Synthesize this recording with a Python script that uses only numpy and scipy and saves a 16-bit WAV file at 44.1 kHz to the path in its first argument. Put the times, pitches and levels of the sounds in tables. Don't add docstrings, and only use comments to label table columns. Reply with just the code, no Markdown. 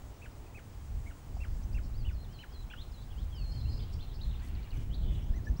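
import sys
import numpy as np
from scipy import signal
from scipy.fft import rfft, irfft
from scipy.io import wavfile
from scipy.ndimage import uniform_filter1d

SR = 44100
rng = np.random.default_rng(int(sys.argv[2]) if len(sys.argv) > 2 else 0)


def gain_from_db(level_db):
    decades = np.asarray(level_db, float) / 20
    return 10 ** decades


def bounce(signal):
    frames = np.transpose(np.atleast_2d(signal))
    limited = np.clip(frames, -1, 1)
    pcm = np.round(limited * 32767).astype(np.int16)
    wavfile.write(sys.argv[1], SR, pcm)


N = 246959
TIME_S = np.arange(N) / SR

# start_s, length_s, top_hz, level_db, closing_swell_db
PEEPS = [
    (0.217, 0.054, 2720, -55.5, 5.5),
    (0.545, 0.057, 2605, -56.5, 9),
    (1.061, 0.062, 2276, -59, 13),
    (1.403, 0.056, 2770, -56, 9),
    (1.743, 0.054, 2764, -56.5, 7),
    (2.046, 0.076, 3060, -56, -1),
    (2.39, 0.06, 3150, -55.5, 11.5),
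    (2.702, 0.043, 2800, -58, 20),
]
# length_share, slack_to_top_share, relative_db, swell_share
PEEP_SHAPE = [(0, .86, -3, 0), (.22, 1, 0.5, 0), (0.481, .94, -1, 0), (.7, .6, -4, 0.0067),
              (0.852, .2, -3.5, 0.64), (1, 0.037, -15.5, 1)]
# start_s, length_s, first_hz, second_hz, level_db
STEADY_PIPS = [(.46, 0.019, 2510, 2520, -66), (.492, 0.022, 2010, 2000, -72),
               (2.709, 0.011, 1510, 1550, -57), (5.457, 0.039, 1710, 1744, -50.5)]
ARCHED_PIPS = [(5.334, 0.063, 1600, 2040, -58)]
EASED_PIPS = [(4.404, .054, 1387, 2050, -63), (4.39, .05, 760, 1050, -68)]

# length_share, first_to_second_pitch_share, relative_db
CLIMB = [(0, 0.016, -15), (.4, 0.151, -11), (.7, .45, -7), (1, 1, 0)]
LIFT = [(0, 0.027, 6), (0.502, 0.51, -2.5), (1, 1, 2)]
EASE = [(0, 0.052, -0.042), (.3, 0.73, -2.7), (.65, .92, -2), (1, 1, -1.3)]
SOAR = [(0, 0, -4), (.15, .42, 0), (.33, .76, 0), (.6, .92, -2), (1, 0.94, -1)]
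DROP = [(0, 0.028, 5), (.42, 0.11, -13), (1, 1, -24)]
SLIDE = [(0, 0.04, -11), (.17, 0.173, -4), (.5, .44, -2), (1, 1, -6.5)]
ARCH = [(0, 0.069, -1.5), (.3, 1, -7), (.65, 1, -7), (1, 0.25, -3)]
SWOOP = [(0, 0, -10), (.07, .4, 0), (.13, .64, -10), (.2, .82, -2), (.5, 1, -3.5), (.8, .92, -1),
         (.9, 1.06, -3), (1, 1.55, -10)]
HANG = [(0, 0, -1), (.08, .45, -7), (.2, .72, -1.5), (0.519, 0.96, 1), (.8, 1, 1), (1, .85, -5)]
STEADY = [(0, 0, -20), (.27, .3, -11), (.35, .4, 3), (.6, 1, 3), (.82, .8, -2.5), (1, 0, -24)]
# start_s, length_s, first_hz, second_hz, level_db; the last arch doubles the
# 5.334 s pip an octave up
CLIMBS = [(1.612, 0.029, 4520, 6270, -60), (2.765, .04, 3300, 3760, -56), (3.57, 0.055, 2950, 4160, -60),
          (3.65, 0.051, 4140, 4300, -52.5), (3.77, 0.033, 2600, 3750, -58), (3.985, 0.029, 2570, 4560, -55),
          (4.185, 0.037, 2515, 4720, -53.5), (4.908, 0.042, 2950, 4650, -54),
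          (4.922, 0.027, 3000, 4240, -49.5)]
LIFTS = [(1.728, 0.021, 4350, 6200, -65.5), (2.808, .022, 3360, 3900, -71),
         (3.022, .024, 4380, 4830, -69.5), (3.213, .022, 3380, 3750, -73),
         (3.653, 0.041, 2650, 3190, -66.5), (3.7, 0.035, 4300, 4550, -66), (3.838, 0.021, 3170, 3270, -65),
         (4.008, 0.0091, 3500, 3680, -61), (4.215, .007, 3910, 3660, -58),
         (4.335, 0.015, 3040, 2330, -64.5), (5.22, 0.064, 5420, 6830, -75), (5.325, 0.028, 4900, 5840, -76),
         (5.36, 0.03, 5900, 6800, -71), (5.478, 0.024, 5800, 6600, -70)]
EASES = [(1.935, 0.037, 3600, 4610, -66), (3.562, 0.09, 4380, 4066, -58), (3.798, 0.025, 2620, 2190, -66),
         (3.99, 0.03, 2650, 3650, -61.5)]
UNDERTONES = [(2.03, .082, 3150, 3480, -72), (2.29, .09, 2900, 3230, -69), (2.49, .076, 2950, 3340, -70.5),
              (2.975, .04, 3230, 3550, -68)]
SOARS = [(5.447, 0.023, 4130, 5800, -66.5), (5.562, 0.036, 3800, 5950, -62.5)]
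DROPS = [(2.108, 0.015, 3420, 2520, -66), (4.028, 0.036, 4200, 3050, -57),
         (4.234, 0.028, 4230, 3220, -53.5)]
SLIDES = [(1.968, 0.067, 5180, 4030, -63.5), (3.305, 0.13, 3470, 2470, -58)]
ARCHES = [(4.903, 0.011, 2950, 2940, -57), (3.532, 0.031, 3260, 3100, -60), (3.695, 0.092, 4850, 5260, -61),
          (3.77, .075, 4800, 5020, -69), (3.876, 0.031, 2800, 2910, -65), (5.148, 0.021, 3530, 4000, -58),
          (5.334, 0.055, 3200, 4100, -70)]
SWOOPS = [(2.126, 0.13, 5760, 4080, -65.5), (2.32, 0.12, 6060, 4010, -64), (2.518, .122, 5740, 3960, -61),
          (2.914, 0.13, 5550, 3870, -63.5)]
HANGS = [(3.352, .188, 5330, 4190, -58.5)]
# offset_s, pitch_hz, relative_db
WARBLE = [(0, 2957, -7), (.01, 3436, -1), (.027, 2900, -1), (.046, 2490, -18), (.088, 3210, 3.5),
          (.108, 3720, -12), (.121, 4300, -2.5), (.141, 2950, -12)]
# start_s, level_db
WARBLES = [
    (2.7, -54.5),
    (3.102, -61.5),
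]
# offset_s, pitch_hz, relative_db
FLICK = [(0, 4740, -9), (.003, 4520, 5.5), (.007, 3750, 3.5)]
ANSWER = [(0.013, 2900, -2), (0.023, 2800, -4.5), (.031, 2310, -4), (.04, 2250, -4)]
# start_s, level_db
FIGURES = [
    (4.396, -66),
    (4.474, -68),
    (4.549, -63),
    (4.628, -62),
    (4.704, -59.5),
]
# start_s, length_s, centre_hz, first_db, last_db
THIN_TRILLS = [(1.83, .055, 4910, -65, -74), (3.175, .03, 4800, -70, -69), (3.5, 0.031, 4800, -69, -57),
               (3.545, 0.039, 4740, -63, -67), (3.585, 0.034, 4550, -61, -60.5),
               (3.715, .06, 4570, -55, -65), (3.775, .07, 4640, -63, -62), (3.928, 0.048, 5020, -58, -75),
               (4.133, 0.013, 4900, -64, -54), (4.148, 0.014, 4740, -59, -53),
               (4.168, 0.013, 4940, -69, -71), (5.1, 0.12, 2290, -70, -67)]
HARSH_TRILLS = [(3.8, 0.17, 3590, -63, -73), (4.02, 0.043, 3620, -57, -68), (4.06, .075, 3600, -70, -62),
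                (4.23, 0.037, 3700, -58, -66), (4.27, 0.11, 3630, -66, -66.5), (4.38, 0.14, 2900, -73, -70),
                (4.54, 0.06, 2720, -74, -64), (4.61, 0.095, 2800, -74, -83), (4.75, 0.084, 2690, -63, -69),
                (4.952, 0.033, 3850, -58, -64), (4.975, 0.082, 3700, -70, -65)]
SLOW_TRILLS = [(5.0, 0.042, 3400, -76, -67), (5.04, 0.092, 3270, -61.5, -63),
               (5.12, 0.08, 3180, -63, -62.5), (5.2, 0.06, 3200, -66, -69), (5.26, 0.055, 3300, -68, -69)]
# swing_hz, rate_hz, unevenness_0_to_1
THIN_SWING = (450, 215, .25)
HARSH_SWING = (540, 265, .3)
SLOW_SWING = (295, 110, .13)
# delay_s, level_db
ECHOES = [(.0082, -10), (.0195, -16)]

# time_s, level_db
GUSTS = [(0, -48.5), (.5, -46.5), (.8, -46.5), (.96, -38.5), (1.15, -47), (1.3, -40), (1.62, -37.5),
         (1.76, -34), (2.1, -36), (2.45, -46), (3.05, -43), (3.5, -38.5), (3.7, -32), (4.1, -37.5),
         (4.6, -36), (4.96, -33.5), (5.1, -30), (5.6, -31.5)]
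# centre_s, length_s, over_gust_db
LEVEL_BUMPS = [(.57, .06, 3), (1.31, .08, 3), (1.78, .06, 4), (2.44, .08, -6), (2.63, .1, 4), (2.73, .08, -3),
               (2.8, .06, 4), (2.92, .07, 4), (2.98, .06, -4), (3.24, .1, 4), (3.89, .08, -4), (4.42, .12, -3),
               (4.55, .1, 5), (4.65, .06, -8), (4.71, .05, -9), (4.79, .1, 3), (5.07, .07, 6), (5.16, .06, 2),
               (5.42, .1, -3), (5.51, .08, 6), (5.592, .05, -14)]
# freq_hz, density_db
RUMBLE = [(8.8, -40), (15, -2), (54, 0.5), (81, -4), (110, -11.5), (140, -20), (240, -120)]
BUFFET = [(59, -54), (100, -1), (268, -17.5), (590, -32), (700, -33.5), (910, -49), (1540, -120)]
# start_s, length_s, level_db, centre_hz, width_hz
RUSTLES = [
    (3.925, .022, -73, 7500, 1500),
    (4.41, .1, -68.5, 7300, 4400),
    (4.44, .08, -76, 13500, 4000),
    (4.2, .7, -65.5, 1900, 2600),
    (-.3, 1.1, -64, 420, 400),
    (4.735, .065, -69, 6000, 11000),
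    (4.79, .055, -70, 5500, 7000),
    (1.3, .3, -73, 5000, 1200),
]
# start_s, peak_db, ring_hz, t60_s
TICKS = [(1.3677, -41, 720, .028), (4.765, -56, 8800, .01), (4.765, -58, 14200, .01),
         (4.771, -54, 6100, .03), (4.767, -50, 900, .012), (4.7705, -50, 1500, .008),
         (4.772, -54, 3500, .012), (4.304, -57, 3500, .015), (.748, -55, 1700, .008),
         (2.021, -54, 2700, .01), (1.374, -59, 4800, .02), (1.516, -56, 3200, .008),
         (5.5935, -26.5, 36, .3), (2.3895, -47.5, 2950, .04), (2.7015, -48, 2450, .05)]
# freq_hz, density_db
AIR = [(150, -2), (250, -0.5), (579, -6.5), (815, -4.5), (1480, -12.5), (7060, -24), (11000, -29.5),
       (14200, -29), (15000, -36)]
# time_s, level_db
LEAVES = [
    (0, -72.5),
    (.5, -73),
    (1.3, -72),
    (2.2, -77),
    (3.3, -76.5),
    (4.2, -79),
    (5.6, -80.5),
]
# centre_hz, width_hz, relative_db
FOLIAGE = [(5200, 1300, -6.5), (7100, 2300, -1), (8900, 2800, -8)]
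# from_s, pitch_hz
WHINE = [(0, 15625), (1.19, 15592), (1.28, 15608), (1.38, 15642), (2.02, 15625), (2.87, 15608),
         (2.95, 15625), (3.05, 15608), (3.14, 15625), (3.97, 15592), (4.07, 15625), (5.09, 15608),
         (5.27, 15625)]


def unit(x):
    return x / np.sqrt(np.mean(x ** 2))


def coloured(points):
    hz, db = np.transpose(points)
    bins_hz = np.arange(1, N // 2 + 2) * SR / N
    gain = gain_from_db(np.interp(np.log(bins_hz), np.log(hz), db, left=-120, right=-120))
    return unit(irfft(rfft(rng.standard_normal(N)) * gain, N))


def hump(hz, width_hz, edge_db=-25):
    return coloured([
        (max(hz - 0.94 * width_hz, hz / 8), edge_db),
        (max(hz - width_hz / 2, hz / 3), -3),
        (hz, 0),
        (hz + width_hz / 2, -3),
        (hz + 2.2 * width_hz, edge_db)])


def walk(rate_hz, size=N):
    hold = max(int(SR / rate_hz), 1)
    steps = np.repeat(rng.standard_normal(size // hold + 1), hold)
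    return 1.42 * uniform_filter1d(uniform_filter1d(steps, hold), hold)[:size]


def notes(rows, shape):
    return [[(s + u * length_s, hz0 + way * (hz1 - hz0), db + rel_db) for u, way, rel_db in shape]
            for s, length_s, hz0, hz1, db in rows]


def voice(call, edge_s, flutter_db, wobble, swing_hz=0., rate_hz=1., uneven=0.,
          round_s=.0067, octave_db=-60., throat_hz=2800.0, scoop=0.):
    s, hz, db = np.transpose(sorted(call))
    a, b = int((s[0] - edge_s) * SR), min(int((s[-1] + edge_s) * SR), N)
    size = b - a
    t = TIME_S[a:b]
    pitch_hz = uniform_filter1d(np.interp(t, s, hz), int(round_s * SR), mode="nearest")
    onset_sag = scoop * np.exp(-(t - t[0]) / 0.00193)
    end_sag = scoop / 3 * np.exp((t - t[-1]) / 0.0024)
    pitch_hz = pitch_hz * (1 - onset_sag - end_sag)
    glide_hz_per_s = np.gradient(pitch_hz) * SR

    falling = np.clip(-glide_hz_per_s / 30000, 0, 1)
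    octave = gain_from_db(octave_db) * falling / (1 + ((2 * pitch_hz - throat_hz) / 420) ** 2)
    swing = np.sin(2 * np.pi * np.cumsum(rate_hz * (1 + uneven * walk(80.3, size=size))) / SR)
    reach_hz = swing_hz * (1 + uneven * walk(54, size=size))
    wobble = wobble + .013 * np.clip(glide_hz_per_s / 35000, 0, 1)
    sung_hz = pitch_hz * (1 + wobble * walk(300, size=size)) + reach_hz * swing
    phase = 2 * np.pi * np.cumsum(sung_hz) / SR

    fade = np.clip(np.minimum(t - t[0], s[-1] + edge_s - t) / (2 * edge_s), 0, 1)
    level = gain_from_db(np.interp(t, s, db) + flutter_db * walk(250.7, size=size))
    out = np.zeros(N)
    out[a:b] = np.sqrt(2) * fade * level * (np.sin(phase) + octave * np.sin(2 * phase))
    return out


def forest(x, t60_s, wet_db, gap_s):
    t = TIME_S[:SR // 2]
    tail = rng.standard_normal(len(t)) * gain_from_db(-60 * t / t60_s) * (t > gap_s)
    tail = tail / np.sqrt(np.sum(tail ** 2))
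    return x + gain_from_db(wet_db) * signal.fftconvolve(x, tail)[:N]


def chick():
    slack_hz = 1200
    arches = [[(s + u * length_s, slack_hz + way * (top_hz - slack_hz), db + rel_db + share * swell_db)
               for u, way, rel_db, share in PEEP_SHAPE]
              for s, length_s, top_hz, db, swell_db in PEEPS]
    peeps = sum(voice(call, .0015, 2.1, .01, octave_db=-5.5, scoop=.22) for call in arches)
    clear = notes(STEADY_PIPS, STEADY) + notes(ARCHED_PIPS, ARCH) + notes(EASED_PIPS, EASE)
    pips = sum(voice(call, .003, 1.2, .002) for call in clear)
    return forest(peeps, t60_s=.1, wet_db=-8.5, gap_s=.004) + pips


def songbird():
    kinds = ((CLIMBS, CLIMB), (LIFTS, LIFT), (EASES + UNDERTONES, EASE), (SOARS, SOAR), (DROPS, DROP),
             (SLIDES, SLIDE), (ARCHES, ARCH), (SWOOPS, SWOOP), (HANGS, HANG))
    whistles = [call for rows, shape in kinds for call in notes(rows, shape)]
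    whistles += [np.add(WARBLE, (s, 0, db)).tolist() for s, db in WARBLES]
    figures = [np.add(part, (s, 0, db)).tolist() for s, db in FIGURES for part in (FLICK, ANSWER)]
    clear = sum(voice(call, .004, 2.3, .003) for call in whistles)
    clear = clear + sum(voice(call, .0015, 2, .01, round_s=.002) for call in figures)

    buzzes = ((THIN_TRILLS, THIN_SWING), (HARSH_TRILLS, HARSH_SWING), (SLOW_TRILLS, SLOW_SWING))
    trills = sum(voice([(s, hz, db0), (s + length_s, hz, db1)], .007, 3.4, .014, *swing)
                 for rows, swing in buzzes for s, length_s, hz, db0, db1 in rows)

    echoes = sum(gain_from_db(db) * np.roll(clear, int(s * SR)) * (TIME_S > s) for s, db in ECHOES)
    far_clear = forest(clear + echoes, t60_s=0.62, wet_db=-10.5, gap_s=0.0065)
    far_trills = forest(trills, t60_s=.44, wet_db=-6, gap_s=.003)
    return gain_from_db(-0.5) * far_clear + gain_from_db(-1.5) * far_trills


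def wind():
    gust_db = np.interp(TIME_S, *np.transpose(GUSTS))
    gust_db = gust_db + sum(db * np.exp(-(2 * (TIME_S - s) / length_s) ** 2) for s, length_s, db in LEVEL_BUMPS)
    rumble = gain_from_db(gust_db + 2.1 * walk(12)) * coloured(RUMBLE)
    buffet_db = -40 - 11.5 + 0.77 * (gust_db + 40)
    return rumble + gain_from_db(buffet_db + 0.78 * walk(20)) * coloured(BUFFET)


def litter():
    out = np.zeros(N)
    for s, length_s, db, hz, width_hz in RUSTLES:
        arc = np.sin(np.pi * np.clip((TIME_S - s) / length_s, 0, 1))
        swell = np.sqrt(np.clip(arc, 0, 1))
        out += gain_from_db(db + 2.5 * walk(400)) * swell * hump(hz, width_hz)
    for s, db, hz, t60_s in TICKS:
        start = int(s * SR)
        t = TIME_S[:min(SR // 20, N - start)]
        attack = np.minimum(t / .001, 1)
        out[start:][:len(t)] += gain_from_db(db - 60 * t / t60_s) * attack * np.sin(2 * np.pi * hz * t)
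    return out


def air():
    level_db = np.interp(TIME_S, *np.transpose(LEAVES))
    leaves = sum(gain_from_db(level_db + db + 2.5 * walk(27.9)) * hump(hz, width_hz, edge_db=-23)
                 for hz, width_hz, db in FOLIAGE)
    hiss = gain_from_db(-59.5 + .4 * walk(2.83)) * coloured(AIR + [(16000, -23)])
    return hiss + leaves


def whine():
    field_hz = 50
    s, hz = np.transpose(WHINE)
    pitch_hz = hz[np.searchsorted(s, TIME_S, side="right") - 1]
    phase = 2 * np.pi * np.cumsum(pitch_hz) / SR
    field = 2 * np.pi * field_hz * TIME_S
    throb = 1 + .3 * np.sin(field) + .4 * np.sin(2 * field)
    return gain_from_db(-68) * throb * np.sin(phase)


def scene():
    return (chick() + songbird() + wind() + litter() + air() + whine())[None]


def roll_off(x):
    return signal.sosfilt(signal.butter(12, 15930, fs=SR, output="sos"), x)


def record(dry):
    top_hz = 15715
    bins_hz = np.arange(N // 2 + 1) * SR / N
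    edge = np.clip((top_hz + 30 - bins_hz) / 40, 0, 1)
    mix = irfft(rfft(dry) * edge, N)
    return roll_off(mix)


dry = scene()
out = record(dry)
bounce(out)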